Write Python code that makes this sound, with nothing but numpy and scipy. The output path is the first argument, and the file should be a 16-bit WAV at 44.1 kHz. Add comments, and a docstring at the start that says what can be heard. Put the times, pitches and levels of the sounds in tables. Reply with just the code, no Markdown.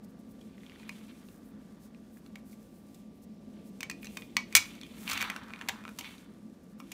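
"""First you hear an air vent humming low with a thin motor whine, and the faint rustle of rubber gloves.
Close by, in a small room, the gloved hands pick up, turn and stack hard plastic coin capsules on a table.
A leaning row slides with a gritty scrape, and the table booms softly under a few heavier blows.
Each knock is a short chatter of tiny contacts that makes the capsule ring."""
import sys
import numpy as np
from scipy import signal
from scipy.fft import rfft, irfft
from scipy.io import wavfile
from scipy.ndimage import uniform_filter1d

SR = 44100
rng = np.random.default_rng(int(sys.argv[2]) if len(sys.argv) > 2 else 0)


def digitize_waveform(pressure):
    """Quantize a signal to 16-bit integers and store it at the path in sys.argv[1].

    Rows of a 2-D input are taken as channels; values are limited to [-1, 1].
    """
    field = np.atleast_2d(pressure).T
    bounded = np.clip(field, -1, 1)
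    quanta = np.round(bounded * 32767).astype(np.int16)
    wavfile.write(sys.argv[1], SR, quanta)


N = 305596


def undb(db):
    """Turn decibels into a number to multiply by."""
    return 10 ** (np.asarray(db) / 20)


def unit(x):
    """Scale a signal to an average strength (rms) of 1."""
    return x / np.sqrt(np.mean(x ** 2))


def band(x, lo_hz, hi_hz, order=2):
    """Keep the sound between two frequencies."""
    return signal.sosfilt(signal.butter(order, [lo_hz, min(hi_hz, .45 * SR)], "band", fs=SR, output="sos"), x)


def ring(t, hz, ring_s):
    """A struck tone that fades by 60 dB in ring_s seconds."""
    return np.sin(2 * np.pi * hz * t) * np.exp(-np.log(1000) * t / ring_s)


def add(track, start_s, sound):
    """Mix a sound into the track."""
    i = int(start_s * SR)
    track[i:i + len(sound)] += sound[:len(track) - i]


def wander(per_s):
    """A smooth random drift that picks a new value per_s times a second."""
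    k = int(SR / per_s)
    steps = np.repeat(rng.standard_normal(N // k + 1), k)
    return unit(uniform_filter1d(uniform_filter1d(steps, k), k)[:N])


def grit(per_s, spread_db, smooth):
    """Random ticks of uneven size over a smooth rub."""
    happens = rng.random(N) < per_s / SR
    sizes = undb(spread_db * np.minimum(rng.exponential(size=N), 3))
    return unit(happens * sizes * rng.standard_normal(N)) + smooth * rng.standard_normal(N)


# The tone of the moving air. Each row: frequency in Hz, relative level in dB.
AIR_TONE = [(15, -63), (28, -33.5), (45, -16), (140, -15.5), (190, -4), (245, -7.5), (310, -16.5),
            (490, -18.5), (640, -23), (850, -30), (1300, -40), (2300, -40), (5400, -45), (12000, -66),
            (16000, -56)]
# The notes the room booms at. Each row: pitch in Hz, width in Hz, boost in dB.
ROOM_NOTES = [(213.8, 12, 8.5), (269.8, 32, 7), (178.3, 28, 0.5), (331, 14, 8.5)]
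# The slow rise and fall of the air noise. Each row: time in seconds, boost in dB.
AIR_SWELL = [(0, 1), (1.2, 0.5), (2.2, 0.5), (3.2, 0.5), (4.2, 3.5), (5.201, 2.5), (6.202, 0), (6.93, 1)]


def vent(air_db=-51, whine_hz=1170, whine_db=-76.5):
    """Air noise booms on the room's low notes and swells slowly; the fan motor adds a thin whine."""
    freqs = np.maximum(np.arange(N // 2 + 1) * SR / N, 1)
    tone_hz, tone_db = np.transpose(AIR_TONE)
    colour_db = np.interp(np.log(freqs), np.log(tone_hz), tone_db)
    colour_db += sum(db / (1 + (2 * (freqs - hz) / width) ** 2) for hz, width, db in ROOM_NOTES)
    air = unit(irfft(rfft(rng.standard_normal(N)) * undb(colour_db), N))
    swell_db = np.interp(np.arange(N) / SR, *np.transpose(AIR_SWELL)) + 0.47 * wander(3.7)
    phase = 2 * np.pi * np.cumsum(whine_hz + 1.4 * wander(11)) / SR
    whine = np.sqrt(2) * np.sin(phase) * undb(0.86 * wander(8))
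    return undb(air_db + swell_db) * air + undb(whine_db) * whine


# The room's echo, band by band. Each row: rough frequency in Hz, relative level in dB, seconds to die away.
ECHO_BANDS = [(930, 10, 0.16), (2320, -7, 0.28), (4950, -2.5, 0.24), (10700, -5, 0.18)]


def room_echo(sound, build_s=0.0033):
    """Many wall echoes blur into one short tail."""
    t = np.arange(int(.45 * SR)) / SR
    tail = np.zeros(len(t))
    for hz, db, fade_s in ECHO_BANDS:
        noise = band(rng.standard_normal(len(t)), hz / 2, hz * 1.33)
        tail += undb(db) * noise * np.exp(-np.log(1000) * t / fade_s)
    tail *= 1 - np.exp(-(t / build_s) ** 2)
    return signal.fftconvolve(sound, tail / np.sqrt(np.sum(tail ** 2)))[:N]


# Glove slips. Each row: loudest moment in seconds, level then in dB, swell in seconds, low edge in Hz.
GLOVE_SLIPS = [(.045, -64, 0.013, 3940), (.102, -71, 0.02, 4500), (.2, -71.5, 0.018, 4500),
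               (.313, -67, 0.021, 8000), (.885, -67, 0.013, 8000), (1.035, -73, 0.018, 5000),
               (1.32, -67, 0.1, 4870), (1.485, -70, 0.045, 8000), (1.845, -65, 0.04, 3830),
               (2.165, -66.5, 0.046, 7000), (2.272, -72, 0.018, 7000), (2.388, -71, 0.01, 8000),
               (2.48, -65.5, 0.027, 8000), (2.527, -62.5, 0.024, 4000), (2.635, -68.5, 0.043, 5000),
               (2.78, -71, 0.078, 7000), (2.945, -72.5, 0.098, 4000), (3.17, -76, 0.049, 8000),
               (3.235, -64, 0.017, 4500), (3.675, -65.5, 0.031, 5430), (4.029, -55.5, 0.011, 8000),
               (4.18, -61, 0.094, 4870), (4.62, -62, 0.097, 5040), (5.03, -56, 0.062, 5000),
               (5.12, -48, 0.044, 5960), (5.22, -52.5, 0.044, 6000), (6.04, -65, 0.11, 5000),
               (6.64, -70.5, .009, 5000), (6.8, -64, 0.014, 4010)]


def glove_rustles():
    """Rubber slips on plastic in short swells of fine, high grit that fade faster than they rise."""
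    out, fine = np.zeros(N), grit(1700, 1.3, 0.8)
    half = int(.15 * SR)
    for peak_s, db, swell_s, edge_hz in GLOVE_SLIPS:
        i = max(int(peak_s * SR) - half, 0)
        t = np.arange(i, min(i + 2 * half, N)) / SR - peak_s
        shape = np.exp(-(t / np.where(t < 0, swell_s, 0.83 * swell_s)) ** 2)
        add(out, i / SR, undb(db) * shape * unit(band(fine[i:i + len(t)], edge_hz, 17000)))
    return out


# Sliding. Each row: time in seconds, scrape level in dB, level of its dull part in dB relative to that.
SLIDES = [(0.0, -91.5, 18.5), (0.45, -75.5, 0), (0.72, -65, -4), (0.88, -61, -2.5), (1.1, -65, -4),
          (1.4, -80, 9), (2.8, -80, 4), (3.0, -73.5, -8), (3.15, -101, 8), (3.48, -87, 2),
          (3.57, -69.5, -5), (3.68, -80.5, -5), (3.95, -71, -11), (4.1, -62.5, -10), (4.44, -71.5, -8),
          (4.59, -50.5, -0.5), (4.86, -63, -12.5), (5.05, -58, 1), (5.1, -39, -5.5), (5.21, -40.5, -3.5),
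          (5.33, -53.5, 6.5), (5.45, -62.5, 6.5), (5.66, -65, 9), (5.72, -61.5, 9), (5.949, -68.5, 1.5),
          (6.06, -50.5, -9), (6.43, -83, 8), (6.75, -81, 7.5), (6.93, -64, -6)]


def sliding():
    """Capsule rims scrape over the table and ring a little; the gloves hiss along with them."""
    times, *levels = np.transpose(SLIDES)
    scrape_db, dull_db = (np.interp(np.arange(N) / SR, times, level) for level in levels)
    rub = (grit(1500, 0.73, 0.86) + 0.6 * grit(400, 2.2, 0.1)) * undb(1.9 * wander(120))
    t = np.arange(int(.1 * SR)) / SR
    # the rims ring with the same notes as a knocked capsule (table below)
    rim_notes = sum(undb(db) * ring(t, hz, 1.2 * ring_s) for hz, db, ring_s in CAPSULE_NOTES)
    rims = signal.fftconvolve(rub, rim_notes)[:N]
    scrape = unit(unit(band(rub, 1950, 3815, order=3)) + 0.57 * unit(band(rims, 1900, 5000)))
    dull = unit(band(rub, 870, 1900, order=3))
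    glove = unit(band(grit(1300, 2.2, 1.4), 3800, 12000, order=1)) * undb(2.2 * wander(27))
    glove_db = -67 + 0.49 * (np.maximum(scrape_db, -82) + 61.5)
    return undb(scrape_db) * scrape + undb(scrape_db + dull_db) * dull + undb(glove_db) * glove


# Heavier blows that shake the table. Each row: start in seconds, level in dB.
TABLE_BLOWS = [(4.368, -55), (4.552, -41), (5.12, -45), (5.213, -49), (5.688, -49)]


def table_thuds(hz=95, ring_s=.25, rise_s=0.00837):
    """The table top booms softly on one low note."""
    out, t = np.zeros(N), np.arange(int(.3 * SR)) / SR
    for start_s, db in TABLE_BLOWS:
        add(out, start_s, undb(db) * (1 - np.exp(-t / rise_s)) * ring(t, hz, ring_s))
    return out


# The notes of a capsule with its coin; only the lowest pair made by bending rings on.
# Each row: pitch in Hz, relative level in dB, ring time in seconds when nothing holds it.
CAPSULE_NOTES = [(1333, -15, 0.04), (1983, -8, 0.04), (2273, -4, .13), (2452, -2.5, 0.13), (2730, 0, 0.03),
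                 (3110, -4, .025), (3510, -2, .025), (4007, -6.5, 0.02), (4484, 0, .016), (5850, 2, 0.014),
                 (6010, -4.5, 0.014), (6910, -8, .01), (7260, -10, .01), (8600, -8.5, 0.012),
                 (9520, -16, .01)]


def capsule_ring(t, crack_db, grip, scatter_db=3):
    """A struck capsule rings with many notes at once; a tight grip cuts them short."""
    hz, db, ring_s = np.transpose(CAPSULE_NOTES)[:, :, None]
    octaves = np.log2(hz / hz[2])
    level_luck, pitch_luck = rng.standard_normal((2, len(hz), 1))
    # each blow lands elsewhere; a soft one with little crack reaches the high notes less
    gains = undb(db + scatter_db * level_luck + .4 * crack_db * np.maximum(octaves, 0))
    # capsules differ a little, most in their high notes
    pitches = hz * (1 + (0.0029 + 0.045 * np.abs(octaves)) * pitch_luck)
    return np.sum(gains * ring(t, pitches, ring_s * (1 - .8 * grip)), axis=0)


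def contact_tone(t, hz, grip, ring_s=0.0073):
    """Plastic clicks on plastic; a low note makes a clamped stack sound hollow."""
    click = ring(t, hz, ring_s) + 0.3 * ring(t, 1.55 * hz, 0.56 * ring_s)
    return click + (.03 + 0.55 * grip) * ring(t, 0.42 * hz, .6 * ring_s)


def burst(t, fade_ms, rise_ms=0.85):
    """The outline of a knock: a fast rise and a quick fade."""
    return (1 - np.exp(-1000 * t / rise_ms)) * np.exp(-1000 * t / max(fade_ms, .2))


def chatter(t, fade_ms, hit_sample):
    """One main contact among many small ones; squaring noise makes it spiky, like separate hits."""
    noise = rng.standard_normal(len(t))
    hits = 0.28 * noise * np.abs(noise) * burst(t, fade_ms)
    hits[hit_sample] += 1
    return hits


def crack(t, fade_ms, hit_sample):
    """Countless high notes blur into a crack of noise, with a snap at the main contact."""
    noise = rng.standard_normal(len(t)) * burst(t, fade_ms)
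    noise[hit_sample] += 2.8
    return unit(band(noise, 4200, 8500, order=1) + 0.31 * band(noise, 9000, 19000))


# How fingers and neighbours hold the capsules. Each row: time in seconds, grip from 0 (free) to 1 (clamped).
GRIP_TIGHTNESS = [(0, 0.48), (2.2, 0.91), (3.7, 0.26), (4.3, 0.041), (4.9, .1), (5.3, 0.55), (5.92, 0.89),
                  (6.93, 0.62)]
# The knocks. Each row: start in seconds, level in dB, contact pitch in Hz, crack in dB relative to the contact.
CAPSULE_KNOCKS = [(0.4118, -51.5, 3420, -4), (0.58, -47, 1960, -22), (0.6335, -45, 2050, -24),
                  (0.664, -44.5, 3340, -20), (0.6964, -41, 2800, -27), (0.719, -44.5, 2050, -19),
                  (0.759, -45, 1970, -22), (0.798, -45, 2440, -17), (0.831, -44.5, 1980, -22),
                  (0.8922, -31, 2530, -12.5), (1.286, -48, 2450, -15), (1.9467, -48.5, 2540, -33),
                  (2.1704, -51, 1870, -6), (2.2622, -49, 3970, -17), (2.356, -37.5, 2200, -10),
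                  (2.529, -52.5, 2270, -11), (2.9443, -51.5, 3460, 13), (3.806, -29, 2550, -3),
                  (3.8299, -23, 2500, -3.5), (3.8979, -26.5, 2500, -2.5), (3.912, -32, 2620, -5),
                  (4.03, -36.5, 2560, -20), (4.0447, -37, 1820, 1), (4.0544, -41.5, 3970, 2),
                  (4.0691, -36, 2580, -9), (4.1706, -27.5, 2350, -4), (4.221, -35.5, 2060, -13),
                  (4.367, -10.5, 2490, -6), (4.525, -34.5, 2360, -2), (4.551, -1.5, 2330, 6),
                  (4.5634, -11.5, 2400, 9), (4.5685, -13, 2450, 9.5), (4.5752, -17, 2350, -6),
                  (4.7506, -47.5, 2360, 2), (4.813, -36.5, 3540, -13), (4.833, -36, 3430, -10.5),
                  (4.8644, -45, 3250, -6), (4.999, -59, 1340, -17), (5.0768, -24.5, 2720, -11),
                  (5.0906, -33, 1870, 10), (5.0969, -23, 2330, -2.5), (5.1109, -29, 3200, 6),
                  (5.1155, -20.5, 2480, -3), (5.1312, -24, 1390, -0.5), (5.1746, -24, 2680, -6),
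                  (5.209, -23.5, 2400, -9), (5.2154, -22, 1900, -6), (5.225, -20.5, 1320, -11.5),
                  (5.2995, -21, 2030, -10), (5.362, -26, 1460, -12), (5.434, -48, 2010, -4),
                  (5.482, -45, 1310, -10.5), (5.505, -34, 1340, -26), (5.5357, -28.5, 2370, -29),
                  (5.56, -40, 2450, -17), (5.59, -42, 2380, -7), (5.612, -28, 1770, -16.5),
                  (5.6204, -34, 2020, -17), (5.6765, -41, 2370, -19), (5.686, -19.5, 2180, -2.5),
                  (5.6932, -19, 1890, -15.5), (5.838, -40, 1310, -16), (5.8516, -28.5, 1300, -32),
                  (5.8786, -31.5, 1430, -18), (5.89, -36.5, 1560, -12), (5.987, -29.5, 2860, 3.5),
                  (6.0084, -33.5, 2640, -7), (6.0435, -36.5, 2160, -12), (6.0894, -43, 2200, -15),
                  (6.1087, -43, 2130, -24), (6.181, -48, 3770, -12), (6.801, -34, 1186, -12.5),
                  (6.917, -34.5, 2630, 2.5)]


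def capsule_knocks(thin_below_hz=1470):
    """Each knock is a chatter that sets off a contact tone and the capsule's ring, topped by a crack."""
    out, t = np.zeros(N), np.arange(int(.12 * SR)) / SR
    hit_sample = int(.0008 * SR)
    for start_s, db, hz, crack_db in CAPSULE_KNOCKS:
        grip = np.clip(np.interp(start_s, *np.transpose(GRIP_TIGHTNESS)), 0, 1)
        chatter_ms = 2.13 + 0.13 * crack_db + 1.5 * grip  # longer when bright or tightly held
        hits = chatter(t[:len(t) // 5], chatter_ms, hit_sample)
        contact = unit(signal.fftconvolve(contact_tone(t, hz, grip), hits)[:len(t)])
        ringing = unit(signal.fftconvolve(capsule_ring(t, crack_db, grip), hits)[:len(t)])
        ring_db = 0.5 + 0.15 * crack_db - 7 * grip
        sound = contact + undb(ring_db) * ringing + undb(crack_db) * crack(t, 1.38 * chatter_ms, hit_sample)
        peak = np.sqrt(2 * uniform_filter1d(sound ** 2, size=40).max())
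        # small discs give off little bass; a clamped stack reaches lower
        thinned = band(sound, thin_below_hz * (1 - 0.4 * grip), 20000)
        add(out, start_s, undb(db) * thinned / peak)
    return out


def scene(echo_db=-13.5):
    """Mix the vent, gloves, scrapes and thuds with the knocks and their echo, in one channel."""
    knocks = capsule_knocks()
    behind = vent() + glove_rustles() + sliding() + table_thuds()
    return (behind + undb(echo_db) * room_echo(knocks) + knocks)[None]


def record(dry, ceiling=.85, top_hz=15550):
    """Round off the loudest peaks and cut the highest treble."""
    rounded = ceiling * np.tanh(dry / ceiling)
    return signal.sosfilt(signal.ellip(8, .5, 60, top_hz, fs=SR, output="sos"), rounded)


dry = scene()
out = record(dry)
digitize_waveform(out)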